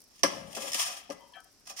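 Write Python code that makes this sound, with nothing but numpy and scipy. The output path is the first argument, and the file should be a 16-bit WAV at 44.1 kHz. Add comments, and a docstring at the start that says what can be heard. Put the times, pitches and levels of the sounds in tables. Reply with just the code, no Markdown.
"""A workbench in a small hard room: a hand tile cutter close to a phone with two unlike microphones.
The carriage clacks, rumbles and grates along steel rails over a ceramic tile, catching in short slips:
shaped noise and short pushes ring the tile, rails and cast frame. Farther off a metal piece rattles,
a set of wavering sine modes. Under it lie filtered-noise hiss, lone bright clicks and a faint regular triple tick."""
import sys
import numpy as np
from scipy import signal
from scipy.fft import rfft, irfft, next_fast_len
from scipy.io import wavfile
from scipy.ndimage import uniform_filter1d, map_coordinates

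SR = 44100
rng = np.random.default_rng(int(sys.argv[2]) if len(sys.argv) > 2 else 0)


def wav_record(signal):
    """Record a signal, one row per channel, as 16-bit PCM in the file named by sys.argv[1]."""
    frames = np.transpose(np.atleast_2d(signal))
    bounded = np.clip(frames, -1, 1)
    # unit amplitude maps onto the largest positive 16-bit level
    quanta = np.round(bounded * 32767).astype(np.int16)
    wavfile.write(sys.argv[1], SR, quanta)


def natural_amplitude(level_db):
    """Convert a level in decibels to a linear amplitude factor, elementwise."""
    exponent = np.asarray(level_db, float) / 20
    return 10 ** exponent


N = 79380
T = np.arange(N) / SR


def unit(x):
    """Scaled to rms 1."""
    return x / np.sqrt(np.mean(x ** 2) + 1e-20)


def along(points, hz):
    """Interpolates (frequency [Hz], value) points on a log frequency axis."""
    f, v = np.transpose(points)
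    return np.interp(np.log(hz + 1), np.log(f + 1), v)


def filtered(x, response):
    """Multiplies the spectrum of x by a complex response of frequency."""
    size = 2 * next_fast_len(N // 2 + SR // 2)
    spectrum = rfft(x, size) * response(np.fft.rfftfreq(size, 1 / SR))
    return irfft(spectrum, size)[..., :N]


def causal(points):
    """Minimum-phase response of unit mean power through (frequency [Hz], level [dB]) points."""
    def response(hz):
        cepstrum = irfft(np.log(natural_amplitude(along(points, hz)) + 1e-6))
        # folding the cepstrum forward in time gives minimum phase
        cepstrum[1:len(cepstrum) // 2] *= 2
        cepstrum[len(cepstrum) // 2 + 1:] = 0
        h = np.exp(rfft(cepstrum))
        return h / np.sqrt(np.mean(abs(h) ** 2))
    return response


def resonant(peaks):
    """Sum of resonances (frequency [Hz], width [Hz], level [dB]), alternating in sign, of unit mean power."""
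    def response(f):
        h = 0
        for k, (center, width, db) in enumerate(peaks):
            loss = 1j * f * width
            h = h + (-1) ** k * natural_amplitude(db) * loss / (center * center - f * f + loss)
        return h / np.sqrt(np.mean(abs(h) ** 2))
    return response


def widths(modes):
    """Turns modes (frequency [Hz], level [dB], t60 [s]) into resonances: a longer ring is narrower."""
    return [(hz, np.log(1000) / (np.pi * t60), db) for hz, db, t60 in modes]


def wobble(rate):
    """Smooth random curve with this many knots a second."""
    knots = rng.standard_normal(int(N * rate / SR) + 4)
    return map_coordinates(knots, [T * rate])


def burst(s, db, t60, attack):
    """Envelope of one hit: exponential rise and decay."""
    u = np.maximum(T - s, 0)
    return natural_amplitude(db - 60 * u / t60) * (1 - np.exp(-u / attack))


def pan(db):
    """Left and right gains for a balance of left over right [dB]."""
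    return natural_amplitude(np.array([[db / 2], [-db / 2]]))


def noise():
    """Excitation as it reaches the two microphones: two noises, partly alike."""
    shared = 0.21  # share of the left noise in the right
    left, other = rng.standard_normal((2, N))
    return np.array([left, shared * left + np.sqrt(1 - shared ** 2) * other])


def ports(points):
    """Two microphones' gains with this left-over-right balance and a constant summed power."""
    def response(hz):
        turn = np.arctan(natural_amplitude(-along(points, hz)))
        return 2 * np.array([np.cos(turn), np.sin(turn)])
    return response


# color of the room and circuit noise: (frequency [Hz], relative level [dB])
HISS_COLOR = [(15, -15), (25, 6), (141, -6), (270, -0.5), (335, -4.5), (641, -10), (1610, -14.5),
              (1740, -13.5), (3620, -16.5), (5570, -3.5), (6380, -12.5), (12200, -18.5), (16000, -29)]
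# how alike it is at the two microphones, before the balance: (frequency [Hz], likeness [-1 to 1])
HISS_ALIKE = [(60, 0.18), (180, 0.32), (550, 1), (1650, 0.24), (4970, 0.19), (15000, -0.04)]
# its balance between them: (frequency [Hz], left over right [dB])
HISS_BALANCE = [(60, 8), (110, 4), (200, 10), (380, 4), (700, 7.5), (1290, 2.0), (2380, 2.5), (4400, -9.5),
                (8120, 7), (15000, 18.5)]
HISS_DB = -65.5


def hiss():
    """Room and circuit noise: colored noise, slightly unsteady in level."""
    def middle_and_side(hz):
        turn = np.arccos(np.clip(along(HISS_ALIKE, hz), -1, 1)) / 2
        return natural_amplitude(along(HISS_COLOR, hz)) * [np.cos(turn), np.sin(turn)]
    middle, side = filtered(rng.standard_normal((2, N)), middle_and_side)
    both = filtered(np.array([middle + side, middle - side]), ports(HISS_BALANCE))
    return both * natural_amplitude(HISS_DB + 0.76 * wobble(8.75)) / np.std(both.mean(axis=0))


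# color of the tick: (frequency [Hz], relative level [dB])
TICK_COLOR = [(5000, -75), (8500, -5), (12000, -12), (15500, -13.5)]
# the three clicks of one tick: (time after the first [s]) and (level [dB])
TICK_GAPS = [0, .006, .0102]
TICK_DB = [-55, -61.5, -55]
TICK_S, TICK_PERIOD_S = 0.078, 0.08


def ticks():
    """Three tiny clicks, repeated evenly: decaying bursts of bright noise."""
    push = 0
    # the first tick starts just before the sound does
    for s in np.arange(TICK_S - TICK_PERIOD_S, N / SR, TICK_PERIOD_S):
        for gap, db in zip(TICK_GAPS, TICK_DB):
            push = push + burst(s + gap, db, t60=0.0065, attack=0.00018)
    return filtered(push * rng.standard_normal((2, N)), causal(TICK_COLOR))


# lone bright clicks: (time [s], relative level [dB], t60 [s])
CLICKS = [(0.0034, -44.5, 0.015), (0.0174, -42, 0.02), (0.0398, -45.5, 0.014), (0.0444, -54, 0.015),
          (1.2984, -56, 0.005), (1.3224, -50, 0.015), (1.4027, -44, 0.02), (1.4436, -45.5, 0.019)]
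# their color: (frequency [Hz], relative level [dB])
CLICK_COLOR = [(1760, -57), (3000, -28), (4830, -11.5), (5440, -4.5), (7830, -19), (8640, -3.5),
               (16000, -16.5)]


def clicks():
    """Lone bright clicks: short decaying noise."""
    push = sum(burst(s, db - 6, t60, attack=0.0004) for s, db, t60 in CLICKS)
    return filtered(noise() * push, causal(CLICK_COLOR))


# strokes of the carriage, a list each; the fourth is the dying tail of the knock at 1.1 s:
# (time [s], relative levels of grating, rolling, deep rumble [dB])
STROKES = [
    [(0.1, -73, -81, -88), (0.11, -66.5, -75, -82), (0.136, -68, -97, -88), (0.15, -64.5, -81, -82),
     (0.158, -63, -95, -76), (0.174, -64, -91, -99), (0.198, -67.5, -100, -78), (0.218, -60, -96, -82)],
    [(0.27, -43, -41.5, -45), (0.294, -51.5, -43.5, -62), (0.362, -53.5, -44, -56),
     (0.424, -61.5, -49.5, -52.5), (0.502, -61.5, -51.5, -57), (0.522, -53, -52.5, -58.5),
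     (0.558, -55.5, -47.5, -62), (0.57, -39, -34, -65), (0.592, -48.5, -45, -69), (0.616, -42.5, -49, -62),
     (0.622, -41.5, -43, -64), (0.654, -45, -41, -65), (0.682, -39.5, -45, -68), (0.713, -44.5, -64, -59)],
    [(0.744, -32, -47, -89), (0.762, -37.5, -48, -78), (0.776, -38.5, -54, -97), (0.794, -31.5, -44, -93),
     (0.808, -29.5, -60, -85), (0.83, -32.5, -76, -67), (0.85, -41, -61, -75), (0.864, -35.5, -47, -59),
     (0.898, -42.5, -41, -74), (0.94, -43.5, -48.5, -90), (0.964, -51, -51, -87), (0.972, -44, -52, -78),
     (1.074, -78, -70, -76), (1.085, -75, -75, -80)],
    [(1.12, -47.5, -48.5, -71), (1.148, -68, -56.5, -72), (1.2, -93, -72, -86), (1.232, -82, -82, -73),
     (1.3, -83, -104, -80)],
    [(1.66, -51, -52, -86), (1.664, -68, -68, -83), (1.674, -47.5, -60, -87), (1.688, -54.5, -58, -76),
     (1.7, -44, -47, -87), (1.734, -57.5, -53, -83), (1.758, -78, -63, -87), (1.766, -48.5, -67, -91),
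     (1.776, -44.5, -79, -68), (1.79, -43, -44, -73)],
]
# the place of each list: (left over right [dB])
STROKE_PAN_DB = [-6.5, 1, -1, 2, -7]


def stroke(column, shares=(1, 1, 1, 1, 1)):
    """Left and right gain of one column over all strokes and the knock's tail; the last runs on to the end."""
    gain = 0
    for k, points in enumerate(STROKES):
        times, levels = np.array(points)[:, 0], np.array(points)[:, column]
        after = None if k == len(STROKES) - 1 else -140
        level = np.interp(T, times, levels, left=-140, right=after)
        gain = gain + shares[k] * pan(STROKE_PAN_DB[k]) * natural_amplitude(level)
    return gain


# sudden catches of the wheel on grit: (time [s], relative level [dB], t60 [s], attack [s])
SLIPS = [(0.1805, -50, 0.041, 0.001), (0.192, -43.5, 0.041, 0.00081), (0.517, -48, 0.031, 0.001),
         (0.5285, -35.5, 0.032, 0.001), (0.549, -27.5, 0.061, 0.001), (0.62, -34, 0.033, 0.001),
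         (0.7178, -22.5, 0.057, 0.00072), (0.732, -19.5, 0.051, 0.00061), (0.7428, -23.5, 0.055, 0.00079),
         (0.7948, -22.5, 0.055, 0.00089), (0.9705, -50, 0.05, 0.001), (1.6548, -50, 0.04, 0.0007),
         (1.6696, -49, 0.05, 0.00072), (1.695, -40, 0.042, 0.001), (1.71, -50, 0.05, 0.001),
         (1.774, -43, 0.031, 0.001), (1.7904, -35, 0.073, 0.0011)]
# blows: (time [s], relative levels of thud in the frame, knock in the tile, crack [dB])
BLOWS = [(0.2333, -14, -32, -13.5), (0.2359, -15.5, -28, -38.5), (0.2391, -14.5, -24, -42),
         (0.2494, -32, -30, -51), (0.2595, -57, -24, -38.5), (0.566, -28, -31, -37.5),
         (0.578, -36, -32, -60), (0.745, -32.5, -45, -60), (0.796, -68, -21, -71), (1.094, -28.5, -70, -61),
         (1.101, -25.5, -48, -39.5), (1.106, -58, -24, -46.5), (1.145, -54, -66, -67),
         (1.67, -72, -31.5, -51), (1.699, -48.5, -30, -62), (1.71, -76, -61, -60)]
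# broad color of the grating: (frequency [Hz], relative level [dB])
GRATING_COLOR = [(350, -37), (600, -12), (698, -2.5), (1190, -13), (1490, -20.5), (1700, -7.5),
                 (3250, -1.5), (3680, -6.5), (8990, -2.5), (15100, -15), (16000, -34.5)]
# resonances of tile and rails: (frequency [Hz], width [Hz], relative level [dB])
TILE = [(709, 90, -4.5), (783, 69, -5.5), (1203, 55, -12), (1770, 220, -6), (2040, 56, -16), (2476, 30, 5),
        (3316, 35, 0), (4270, 110, -4), (5326, 320, 1), (6080, 91, 5), (6760, 23, -19.5), (7240, 440, 4.5),
        (8600, 54, 2), (9630, 81, 0.5), (9510, 70, -1), (12740, 33, -46)]
# share of the rolling in each list that sounds in the tile, the rest in the frame: (share [0 to 1])
ON_TILE = [0.04, .3, 0.8, 0.19, 0.82]
GRIT_PER_S, GRIT_SPREAD_DB, GRIT_DB = 2500, 2.5, -9  # grains: rate, spread of sizes, level against the noise
TILE_DB, KNOCK_HZ = -2.5, 1000  # resonances over the broad grating; a knock is dull above this


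def grating():
    """Grit grains on noise under the stroke and its slips, and knocks, through tile and rails."""
    size = natural_amplitude(GRIT_SPREAD_DB * np.minimum(rng.exponential(size=N), 3))
    grit = (rng.random(N) < GRIT_PER_S / SR) * size
    rub = unit(noise() * (1 + natural_amplitude(GRIT_DB) * unit(grit)))
    push = stroke(column=1) * natural_amplitude(1.2 * wobble(120))
    push = push + sum(burst(s, db - 9, t60, attack) for s, db, t60, attack in SLIPS)

    rolling = stroke(column=2, shares=ON_TILE) * natural_amplitude(15 + 2.3 * wobble(74))
    hits = sum(burst(s, db, t60=0.033, attack=0.0007) for s, _, db, _ in BLOWS)
    knock = noise() * (rolling + hits)

    broad, tile = causal(GRATING_COLOR), resonant(TILE)

    def rubbed(hz):
        return (broad(hz) + natural_amplitude(TILE_DB) * tile(hz)) / np.hypot(1, natural_amplitude(TILE_DB))

    def knocked(hz):
        return tile(hz) / (1 + 1j * hz / KNOCK_HZ) ** 2
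    return filtered(rub * push, rubbed) + filtered(knock, knocked)


# modes of the cast frame on the bench: (frequency [Hz], relative level [dB], t60 [s])
BENCH = [(179.5, -10.5, 0.22), (214.6, -5.5, .14), (273.3, -5.5, 0.075), (304.1, -4.5, 0.13),
         (368, -10.5, 0.065), (444, -7, 0.079), (525.5, 2.5, 0.068), (563, 4.5, .07), (649, -1, 0.057),
         (802, -8.5, 0.033), (242, -9, 0.1), (875, -9, 0.065)]
# color of the deep bench rumble: (frequency [Hz], relative level [dB])
DEEP_COLOR = [(15, -55), (25, -35), (65, -11), (146, -7.5), (177, 0), (216, -8.5), (260, -18.5), (340, -36),
              (570, -120)]
FRAME_PAN_DB = -5  # left over right


def bench():
    """Rolling and the short push of each blow ring the frame; the bench rumbles below."""
    roll = stroke(column=2, shares=1 - np.array(ON_TILE)) * natural_amplitude(2.36 * wobble(60))
    thud = sum(burst(s, db + 0.5, t60=0.0017, attack=0.0001) for s, db, _, _ in BLOWS)
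    frame = filtered(noise() * roll + thud, resonant(widths(BENCH)))
    deep = unit(filtered(noise(), causal(DEEP_COLOR))) * stroke(column=3) * natural_amplitude(2.0 * wobble(23.45))
    return pan(FRAME_PAN_DB) * (frame + deep)


# upper modes of the frame: (frequency [Hz], relative level [dB], t60 [s])
UPPER = [(1016, -2, 0.044), (1187, 2, 0.041), (1333, -6, 0.041), (1647.6, -3.5, 0.055), (2073, -10, 0.035)]
UPPER_BLOW_DB, UPPER_ROLL_DB = -8, -12  # against the crack and the grating
CRACK_T60 = 0.092  # s


def upper():
    """Hard contact, in grating and blows, rings the upper modes of the frame."""
    push = natural_amplitude(UPPER_ROLL_DB) * stroke(column=1)
    push = push + sum(burst(s, db + UPPER_BLOW_DB, CRACK_T60, attack=0.0019) for s, _, _, db in BLOWS)
    return filtered(noise() * push, resonant(widths(UPPER)))


# color of steel on steel: (frequency [Hz], relative level [dB])
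CRACK_COLOR = [(880, -18.5), (1500, -15), (1660, -8.5), (3250, -5), (3620, -15.5), (5660, -1.5),
               (6960, -16), (9850, -13.5), (14500, -27), (16000, -48)]
CRACK_PAN_DB = -2.5  # left over right
SNAP_T60, SNAP_DB = 0.01, 6  # s; dB


def cracks():
    """The bright contact of steel on steel in each blow: a snap and a short hiss."""
    push = 0
    for s, _, _, db in BLOWS:
        push = push + burst(s, db - 8.5, CRACK_T60, attack=0.00028)
        push = push + burst(s, db - 10.5 + SNAP_DB, SNAP_T60, attack=0.00027)
    return pan(CRACK_PAN_DB) * filtered(noise() * push, causal(CRACK_COLOR))


# modes of the far metal piece: (frequency [Hz], relative level [dB], start time [s], swell [s], t60 [s])
PIECE = [(690, -55, 1.355, 0.011, 0.33), (752, -54, 1.343, .015, 0.63), (956, -55.5, 1.2, 0.0067, 0.57),
         (1142, -54, 1.35, 0.021, 0.2), (1300, -55.5, 1.35, 0.018, 0.57), (1538, -52.5, 1.357, 0.022, 0.44),
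         (1728, -54, 1.336, 0.0071, 0.41), (2010, -61, 1.1, 0.011, 0.54), (2344, -62, 1.34, 0.011, 0.36),
         (2670, -64, 1.337, .003, .15), (3050, -61, 1.345, 0.0092, 0.32), (3175, -54, 1.336, 0.00075, 0.31),
         (3130, -61, 1.2, .015, 0.34), (3910, -66, 1.34, 0.0085, 0.18), (4300, -60, 1.336, .002, 0.056)]
PIECE_PAN_DB = -4  # left over right
DAMPED_S, DAMPED_T60 = 1.406, 0.083  # s: when it is stopped, and how fast it then dies
WAVER_DB, WAVER_RAD, GRAINY = 3.5, 0.7, 0.44  # unsteadiness of level, phase and fine grain
ECHO_S, ECHO_DB, ECHO_HZ = 0.09, -13, 2000  # a far wall returns it, duller


def piece():
    """The metal piece rings unsteadily, its modes swelling at their own times, until it is stopped."""
    ring = 0
    for hz, db, s, swell, t60 in PIECE:
        waver = WAVER_DB * np.array([wobble(70), wobble(70)])  # apart at left and right
        tone = np.sin(2 * np.pi * hz * T + WAVER_RAD * wobble(90))
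        ring = ring + burst(s, db + waver, t60, swell) * tone * (1 + GRAINY * wobble(500))
    ring = ring * natural_amplitude(-60 * np.maximum(T - DAMPED_S, 0) / DAMPED_T60)

    def with_echo(f):
        delay = np.exp(-2j * np.pi * f * ECHO_S)
        return 1 + natural_amplitude(ECHO_DB) * delay / (1 + 1j * f / ECHO_HZ) ** 2
    return pan(PIECE_PAN_DB) * filtered(ring, with_echo)


# decay of the small room: (frequency [Hz], t60 [s])
ROOM_DECAY = [(150, 0.51), (800, 0.62), (3000, 0.71), (10000, 0.16)]
ROOM_DB = -12
SPLIT_HZ, LEAD_S = 610, 0.0004024  # above this the microphones differ; the right one is nearer


def room(x):
    """Bass reaches both microphones alike, treble by different paths; then a tail that dies by frequency."""
    def low(hz):
        return 1 / (1 + (hz / SPLIT_HZ) ** 4)

    def early_high(hz):
        return (1 - low(hz)) * np.exp(2j * np.pi * hz * LEAD_S)
    left_power, right_power = [uniform_filter1d(side ** 2, size=2048) for side in x]
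    balance = np.sqrt(right_power / (left_power + 1e-14) + 1e-9)
    right = filtered(x[0], low) * np.clip(balance, 0.3, 3) + filtered(x[1], early_high)

    hz, u, z = signal.stft(rng.standard_normal((2, SR * 3 // 4)), SR, nperseg=256)
    decay = natural_amplitude(-60 * u / along(ROOM_DECAY, hz)[:, None])
    tail = signal.istft(z * decay, SR, nperseg=256)[1]
    late = np.pad(x, ((0, 0), (250, 0)))  # the tail sets in 250 samples after the direct sound
    wet = signal.fftconvolve(late, tail / np.linalg.norm(tail[0]), axes=1)[:, :N]
    return np.array([x[0], right]) + natural_amplitude(ROOM_DB) * wet


# balance of the two microphones: (frequency [Hz], left over right [dB])
PORTS = [(60, -10), (80, 10), (110, 9), (140, 8.0), (190, 14), (260, 10), (340, 14.5), (460, 6.5),
         (610, 17.5), (820, 14), (1100, 12.5), (1470, 10), (1960, 9), (2620, 12), (3510, 11), (4690, -3),
         (6270, -7), (8390, 21.5), (11200, 13.5), (15000, -0.5)]
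PIECE_WET_DB = -10.5  # the metal piece's share sent to the room


def scene():
    """All sources at the two unlike microphones, the near ones through the room, over the hiss."""
    metal = piece()
    close = grating() + bench() + upper() + cracks() + clicks()
    mixed = room(close + natural_amplitude(PIECE_WET_DB) * metal) + metal + ticks()
    return filtered(mixed, ports(PORTS)) + hiss()


def top_cut(x):
    """Nothing passes above the cut-off."""
    return signal.sosfilt(signal.butter(12, 16500, fs=SR, output="sos"), x)


def record(dry):
    """The phone's low cut: two first-order high-passes at 27 Hz."""
    mix = filtered(dry, lambda hz: (1j * hz / (27 + 1j * hz)) ** 2)
    return top_cut(mix)


dry = scene()
out = record(dry)
wav_record(out)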